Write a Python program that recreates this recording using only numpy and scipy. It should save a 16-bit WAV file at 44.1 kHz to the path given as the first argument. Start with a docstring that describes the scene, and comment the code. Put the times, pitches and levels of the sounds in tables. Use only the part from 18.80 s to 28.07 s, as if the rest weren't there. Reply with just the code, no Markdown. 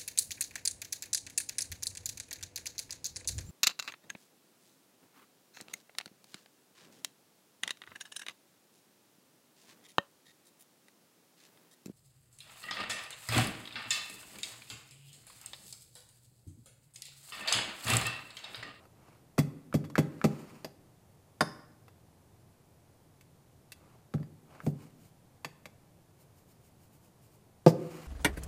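"""A steel portafilter with a dosing cup on it is tapped on a wooden counter: filtered modes and decaying noise.
Light touches on it give bright clinks and a few dull hollow ticks; the cup lands on one edge, then flat.
Rubs and a run of tamping twists are swells of uneven noise; the tamper knocks on its stand and shudders.
A quiet, fairly large room adds two reflections and a diffuse tail; steady shaped noise is its ventilation."""
import sys
import numpy as np
from scipy import signal
from scipy.fft import rfft, irfft, next_fast_len
from scipy.io import wavfile

SR = 44100
rng = np.random.default_rng(int(sys.argv[2]) if len(sys.argv) > 2 else 0)


def store_pcm(level_fs):
    """Save levels as 16-bit WAV."""
    pcm = np.round(np.clip(level_fs, -1, 1) * 32767).astype(np.int16)
    wavfile.write(sys.argv[1], SR, np.atleast_2d(pcm).T)


N = 408807

# dense upper modes of the wood: freq_hz, density_db_per_hz (relative)
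WOOD_SPECTRUM = [(100, -52.5), (220, -14.5), (330, 0), (600, 2.5), (1200, -15), (2000, -32.5),
                 (6000, -43.5)]
LIGHT_CONTACT_HZ = 700   # contact pitch of light knocks on the wood
TAP_CHATTER_T60_S = 0.053


def from_db(db):
    """Decibels to gain."""
    return 10 ** (np.asarray(db) / 20)


def seconds(length_s):
    """Time axis of a short sound."""
    return np.arange(int(length_s * SR)) / SR


def add(track, start_s, sound):
    """Mix a sound into a track at a given time."""
    at = max(round(start_s * SR), 0)
    track[at:at + len(sound)] += sound[:max(N - at, 0)]


def at_hz(points, hz, axis=1):
    """Read a column of a table along log frequency."""
    points = np.array(points)
    return np.interp(np.log(hz + 1e-9), np.log(points[:, 0]), points[:, axis])


def coloured(source, spectrum, tilt_db=0):
    """Give a noise a spectrum, tilted per octave above 500 Hz; rms 1."""
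    size = next_fast_len(len(source))
    hz = np.fft.rfftfreq(size, 1 / SR)
    octaves = np.log2(np.maximum(hz, 500) / 500)
    gain = from_db(at_hz(spectrum, hz) + tilt_db * octaves)
    out = irfft(rfft(source, size) * gain, size)[:len(source)]
    return out / np.std(out)


def dying(t, t60_s):
    """Exponential decay, 60 dB down after t60."""
    return np.exp(-np.log(1000) * t / t60_s)


def ring(modes, t, scatter_db):
    """Struck modes: decaying sines, alternating in sign, strengths scattered at every blow."""
    hz, db, t60_s = np.transpose(modes)[:, :, None]
    signs = (-1) ** np.arange(len(db))[:, None]
    gains = from_db(db + scatter_db * rng.standard_normal(db.shape)) * signs
    return np.sum(gains * np.sin(2 * np.pi * hz * t) * dying(t, t60_s), axis=0)


def crack(spectrum, t, t60_s, tilt_db=0):
    """Coloured noise that decays, such as the dense chatter of hard surfaces meeting."""
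    return coloured(rng.standard_normal(len(t)), spectrum, tilt_db) * dying(t, t60_s)


def ventilation(level_db=-61.5):
    """Steady air noise, strongest in the bass."""
    # air noise: freq_hz, density_db_per_hz (relative)
    air_spectrum = [(25, -11.5), (50, -18.5), (80, -2), (125, 0.5), (165, -3), (240, -10.5), (320, -10),
                    (450, -13.5), (800, -16), (1300, -24.5), (2700, -30), (5000, -31.5), (10000, -31),
                    (15000, -34.5)]
    return from_db(level_db) * coloured(rng.standard_normal(N), air_spectrum)


def room(dry, build_s=0.0055):
    """Two near reflections, then a diffuse tail that builds up, its decay set band by band."""
    # diffuse tail: freq_hz, tail_db, t60_s
    tail_bands = [(80, -11.5, 1), (160, -14.5, 0.86), (308, -9, 0.75), (700, -19, 0.77),
                  (1480, -14.5, 0.66), (2987, -17.5, 0.634), (6000, -14, 0.31), (13000, -18.5, 0.59)]
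    # nearby surfaces: delay_s, level_db
    reflections = [(.0092, -16), (.042, -29.5)]
    t = seconds(1)
    response = np.zeros(len(t))
    edges_hz = np.geomspace(50, 16000, 15)
    for low_hz, high_hz in zip(edges_hz, edges_hz[1:]):
        centre_hz = np.sqrt(low_hz * high_hz)
        band_pass = signal.butter(2, [low_hz, high_hz], "band", fs=SR, output="sos")
        band = signal.sosfilt(band_pass, rng.standard_normal(len(t)))
        build_up = 1 - np.exp(-(t / build_s) ** 2)
        tail = band * dying(t, at_hz(tail_bands, centre_hz, axis=2)) * build_up
        # band energy in proportion to bandwidth
        norm = np.sqrt(2 * (high_hz - low_hz) / SR / np.sum(tail ** 2))
        response += from_db(at_hz(tail_bands, centre_hz)) * tail * norm
    for delay_s, db in reflections:
        response[round(delay_s * SR)] += from_db(db)
    return signal.fftconvolve(dry, response)[:N]


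def twists(count=9, start_s=7.45, gap_s=0.137, unevenness=0.14):
    """Equally strong tamper strokes on the grounds, about evenly spaced; columns as in strokes."""
    sigma_s, level_db, tilt_db_per_octave = 0.023, -66, 4.5
    return [(start_s + gap_s * (k + unevenness * late), sigma_s, level_db, tilt_db_per_octave)
            for k, late in enumerate(rng.standard_normal(count))]


def rubbing(grain_db=3.5, judder_db=2.0, judder_hz=70):
    """Each stroke is a Gaussian swell of tiny slips of uneven size, juddering with the hand."""
    # steel sliding on steel, counter or grounds: middle_s, sigma_s, level_db, tilt_db_per_octave
    strokes = [(0.01, 0.05, -63, -4.5), (0.284, 0.063, -63, -3.5), (1.591, 0.18, -57.5, -1.5),
               (5.081, 0.088, -66, -4.5), (5.767, 0.052, -57.5, -4), (5.868, 0.027, -56, 5.5),
               (6.042, 0.045, -62, 0), (6.241, 0.039, -64.5, 3), (9.168, 0.11, -52.5, -1.2)]
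    # sliding steel: freq_hz, density_db_per_hz (relative)
    rub_spectrum = [(200, -4), (700, 0), (1250, 2), (1800, -6), (2250, -2), (2600, -3.5), (2920, -3.5),
                    (3450, -13.5), (4300, -7.5), (5200, -8.5), (6100, -12.5), (7000, -7), (7700, -11.5),
                    (8750, -8.5), (10200, -14), (15000, -13)]
    out, t = np.zeros(N), seconds(.6)
    for middle_s, sigma_s, db, tilt_db in strokes + twists():
        start_s = max(middle_s - t[-1] / 2, 0)
        swell = np.exp(-.5 * ((start_s + t - middle_s) / sigma_s) ** 2)
        slip_size = np.minimum(rng.exponential(1, len(t)), 5)
        slips = rng.standard_normal(len(t)) * from_db(grain_db * slip_size)
        judder = np.interp(t * judder_hz, np.arange(len(t)), rng.standard_normal(len(t)))
        add(out, start_s, from_db(db + judder_db * judder) * swell * coloured(slips, rub_spectrum, tilt_db))
    return out


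def thump(db, contact_hz, width=0.97, wood_db=-13, wood_t60_s=0.13):
    """The springy contact passes on a broad band of the blow; the wooden top booms and knocks."""
    # counter modes: freq_hz, level_db, t60_s
    counter_modes = [(97.4, -10.5, 0.097), (145.24, -5, 0.24), (166.3, -5.5, 0.19), (188, -29, 0.0484),
                     (213.8, -9, 0.13), (255.6, -10, 0.13), (293, -7, 0.079), (334, -16.5, 0.087),
                     (390.6, -14.5, 0.14), (502.4, -13.5, 0.11), (615.6, -10, 0.074), (732, -17, 0.084),
                     (809.5, -16.5, 0.14), (1145, -11.5, 0.012)]
    t = seconds(.5)
    contact = signal.butter(1, [contact_hz / (1 + width), contact_hz * (1 + width)], "band", fs=SR)
    top = ring(counter_modes, t, scatter_db=2.5) + from_db(wood_db) * crack(WOOD_SPECTRUM, t, wood_t60_s)
    soft = signal.butter(2, min(7 * contact_hz, SR / 3), fs=SR)   # a slow contact has no sharp edge
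    return from_db(db) * signal.lfilter(*soft, signal.lfilter(*contact, top))


def clack(db, tilt_db, t60_s, spot_hz, ring_db, grip_shift=0.0057, spot_db=5, spot_q=6):
    """Steel chatters and rings, shifting a little in pitch; the spot struck favours one pitch."""
    # basket modes: freq_hz, level_db, t60_s
    basket_modes = [(2017, -1, 0.027), (2665, -4, 0.047), (3400, -11, 0.12), (4544, -4, 0.037),
                    (4800, -11, 0.094), (5750, -29, 0.023), (6840, -11.5, .07), (8420, -13.5, 0.078),
                    (10140, -10.5, 0.061), (11500, -8, 0.07), (12260, -6, 0.044), (13525, -10, 0.076),
                    (15100, -22.5, 0.049)]
    # steel chatter: freq_hz, density_db_per_hz (relative)
    steel_spectrum = [(150, -20), (400, 4.5), (900, 4.5), (2200, 1.5), (3100, -2.5), (5000, -3), (7500, -5),
                      (12000, -15), (15000, -12.5)]
    t = seconds(.5)
    shifted_t = t * (1 + grip_shift * rng.standard_normal())
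    steel = from_db(ring_db) * ring(basket_modes, shifted_t, scatter_db=3.0)
    sound = crack(steel_spectrum, t, t60_s, tilt_db) + steel
    favoured = signal.lfilter(*signal.iirpeak(spot_hz, spot_q, fs=SR), sound)
    return from_db(db) * (sound + from_db(spot_db) * favoured)


def tamper(rumble_db=-16, rumble_t60_s=0.18, lowest_hz=105, contacts=3):
    """The heavy tamper knocks on its stand, dull and short; its steel base shudders, the wood rumbles."""
    # one edge, then flat: start_s, level_db
    tamper_landings = [(8.8632, -11.5), (8.8689, -11.5)]
    # stand modes: freq_hz, level_db, t60_s
    stand_modes = [(123.5, -16, 0.27), (160.4, -2, 0.14), (225, -19, 0.31), (236, 2.5, 0.051),
                   (383, 7.5, 0.02), (426, -10.5, 0.14), (500.5, -6.5, 0.11), (704, -0.5, 0.024),
                   (855, -6, 0.031), (1176, -10.5, 0.025)]
    # each shudder contact is weaker and brighter than the last
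    shudder_db, gap_s, loss_db = -29.5, 0.015, 6
    tilt_db, brighten_db, chatter_t60_s, spot_hz = -2.5, 4.5, 0.081, 5060   # tilts per octave
    out, t = np.zeros(N), seconds(.5)
    for start_s, db in tamper_landings:
        knock = ring(stand_modes, t, scatter_db=2.6)
        rumble = from_db(rumble_db) * crack(WOOD_SPECTRUM, t, rumble_t60_s)
        add(out, start_s, from_db(db) * (knock + rumble))
    for k in range(contacts):
        steel = clack(shudder_db - k * loss_db, tilt_db + k * brighten_db, chatter_t60_s, spot_hz, ring_db=-14.5)
        add(out, tamper_landings[0][0] + k * gap_s, steel)
    # low cut: the knock has little below about 105 Hz
    return signal.sosfilt(signal.butter(2, lowest_hz, "high", fs=SR, output="sos"), out)


def dosing_cup(linger_db=-25.0, linger_t60_s=.6, thump_db=-19.5, contact_hz=523):
    """The empty steel cup clacks and knocks on the counter; its ring lingers in the room as dense noise."""
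    # one edge, then flat: start_s, level_db
    cup_landings = [(2.6076, -21), (2.614, -26)]
    # cup modes: freq_hz, level_db, t60_s
    cup_modes = [(298, -16.5, 0.17), (598, 1.5, 0.0915), (1073, 0.5, 0.043), (1210, -8, 0.046),
                 (1490, 2.5, .05), (1808, 0, 0.034), (3613, -10.5, 0.054), (3874, -19, 0.026),
                 (4904, -0.5, 0.041), (5100, -16, .04), (5210, -39.5, 0.25), (6450, -15, .05),
                 (9320, -15.5, 0.041), (10340, -24.5, 0.17)]
    # contact chatter: freq_hz, density_db_per_hz (relative)
    cup_spectrum = [(150, -6), (400, 0), (850, -1), (1300, 4), (1900, 0), (2700, -15), (5000, -11),
                    (7500, -20), (10000, -15), (15000, -32)]
    # lingering ring, dense around 5 kHz: freq_hz, density_db_per_hz (relative)
    linger_spectrum = [(700, -28.5), (1100, 8), (1400, -17.5), (1850, -7), (2600, -25.5), (4300, -35),
                       (4830, -7.5), (5100, -0.5), (5600, -17.5), (7500, -27), (10000, -21), (12000, -31)]
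    out, t = np.zeros(N), seconds(0.46)
    for start_s, db in cup_landings:
        hit = crack(cup_spectrum, t, t60_s=0.049) + from_db(-4.5) * ring(cup_modes, t, scatter_db=0.0)
        lingering = from_db(linger_db) * crack(linger_spectrum, t, linger_t60_s)
        add(out, start_s, from_db(db) * (hit + lingering))
    add(out, cup_landings[0][0], thump(thump_db, contact_hz))
    return out


def touching(chatter_t60_s=0.04):
    """Light touches: steel chatter and ring, bright or dull by tilt, with a faint knock on the wood."""
    # light touches on the portafilter, bright clinks and a few dull hollow ticks:
    # start_s, level_db, tilt_db_per_octave, spot_hz, counter_knock_db
    touches = [(0.0536, -56, -6.5, 1300, -73), (1.1, -51, -0.5, 1100, -48), (1.846, -37.5, -2, 5100, -33),
               (3.081, -53.5, -3, 1260, -57.5), (4.41, -56, 3.5, 2570, -71), (4.9198, -40, 4.5, 2630, -70),
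               (5.429, -54, -5, 1820, -70), (6.6465, -33, -1.5, 2300, -34.5), (6.8562, -44, 0.3, 2240, -43)]
    out = np.zeros(N)
    for start_s, db, tilt_db, spot_hz, knock_db in touches:
        steel = clack(db, tilt_db, chatter_t60_s, spot_hz, ring_db=-10)
        add(out, start_s, steel + thump(knock_db, LIGHT_CONTACT_HZ))
    return out


def tick(db, grip_shift=0.012):
    """The spouts give a short hollow tick: fast-decaying modes, shifting a little in pitch."""
    # spout modes: freq_hz, level_db, t60_s
    spout_modes = [(1304, 5.5, 0.014), (1680, -1.5, 0.018), (2230, -6, 0.012), (3660, -18.5, 0.011),
                   (4120, -23, 0.0052)]
    shifted_t = seconds(.5) * (1 + grip_shift * rng.standard_normal())
    return from_db(db) * ring(spout_modes, shifted_t, scatter_db=3.5)


def spout_contact(db, steel_db=-16, tilt_db=-3, spot_hz=2290, knock_db=-16.5):
    """A spout tick also shakes the basket and the wood a little."""
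    shaken = clack(db + steel_db, tilt_db, TAP_CHATTER_T60_S, spot_hz, ring_db=-13)
    return tick(db) + shaken + thump(db + knock_db, LIGHT_CONTACT_HZ)


def tapping(tap_spot_hz=1177):
    """Each tap: the spouts tick, the body thumps and clacks, and the loose basket falls back and rattles."""
    # portafilter on the counter (low contact_hz: soft landing): start_s, thump_db, contact_hz,
    # clack_db, clack_tilt_db_per_octave, spout_lead_s, spout_tick_db
    taps = [(0.581, -12.5, 188, -30.5, -0.6, 0.0015, -40.5), (0.9408, -15.5, 206, -36.5, 1.5, 0.0136, -40),
            (1.042, -34, 140, -50.5, -3, 0.0023, -53), (1.180, -12, 236, -29, -1.5, 0.0252, -20.5),
            (1.4416, -11.5, 233, -29.5, -1, 0.027, -34), (5.3388, -19.5, 130, -48.5, -1, 0.00029, -46.5),
            (5.399, -31.5, 90.5, -63, -3, 0.018, -54), (5.834, -35, 110, -74, 0, 0.031, -42),
            (5.8646, -16.5, 169, -46, 1, 0, -56)]
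    rattle_after_s, rattle_db, brighten_db_per_octave = 0.0075, -3, 4   # dB relative to the clack
    rattle_t60_s, rattle_spot_hz = 0.075, 2150
    settle_db = 1.8   # lost with every tap as the basket seats itself
    out = np.zeros(N)
    for k, (start_s, db, contact_hz, steel_db, tilt_db, lead_s, spout_db) in enumerate(taps):
        add(out, start_s - lead_s, spout_contact(spout_db))
        body = clack(steel_db, tilt_db, TAP_CHATTER_T60_S, tap_spot_hz, ring_db=-12.5)
        add(out, start_s, thump(db, contact_hz) + body)
        rattle = clack(steel_db + rattle_db - k * settle_db, tilt_db + brighten_db_per_octave,
                       rattle_t60_s, rattle_spot_hz, ring_db=-3.0)
        add(out, start_s + rattle_after_s, rattle)
    return out


def scene(low_cut_hz=72, order=3):
    """All the handling, its room sound and the steady ventilation."""
    handling = tapping() + touching() + dosing_cup() + tamper() + rubbing()
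    # low cut, as of a microphone: little is heard below about 70 Hz
    low_cut = signal.butter(order, low_cut_hz, "high", fs=SR, output="sos")
    handling = signal.sosfilt(low_cut, handling)
    return (handling + room(handling) + ventilation())[None]


def record(dry, cutoff_hz=15200):
    """The top is cut steeply by an elliptic low-pass."""
    return signal.sosfilt(signal.ellip(10, .1, 70, cutoff_hz, fs=SR, output="sos"), dry)


dry = scene()
out = record(dry)
store_pcm(out)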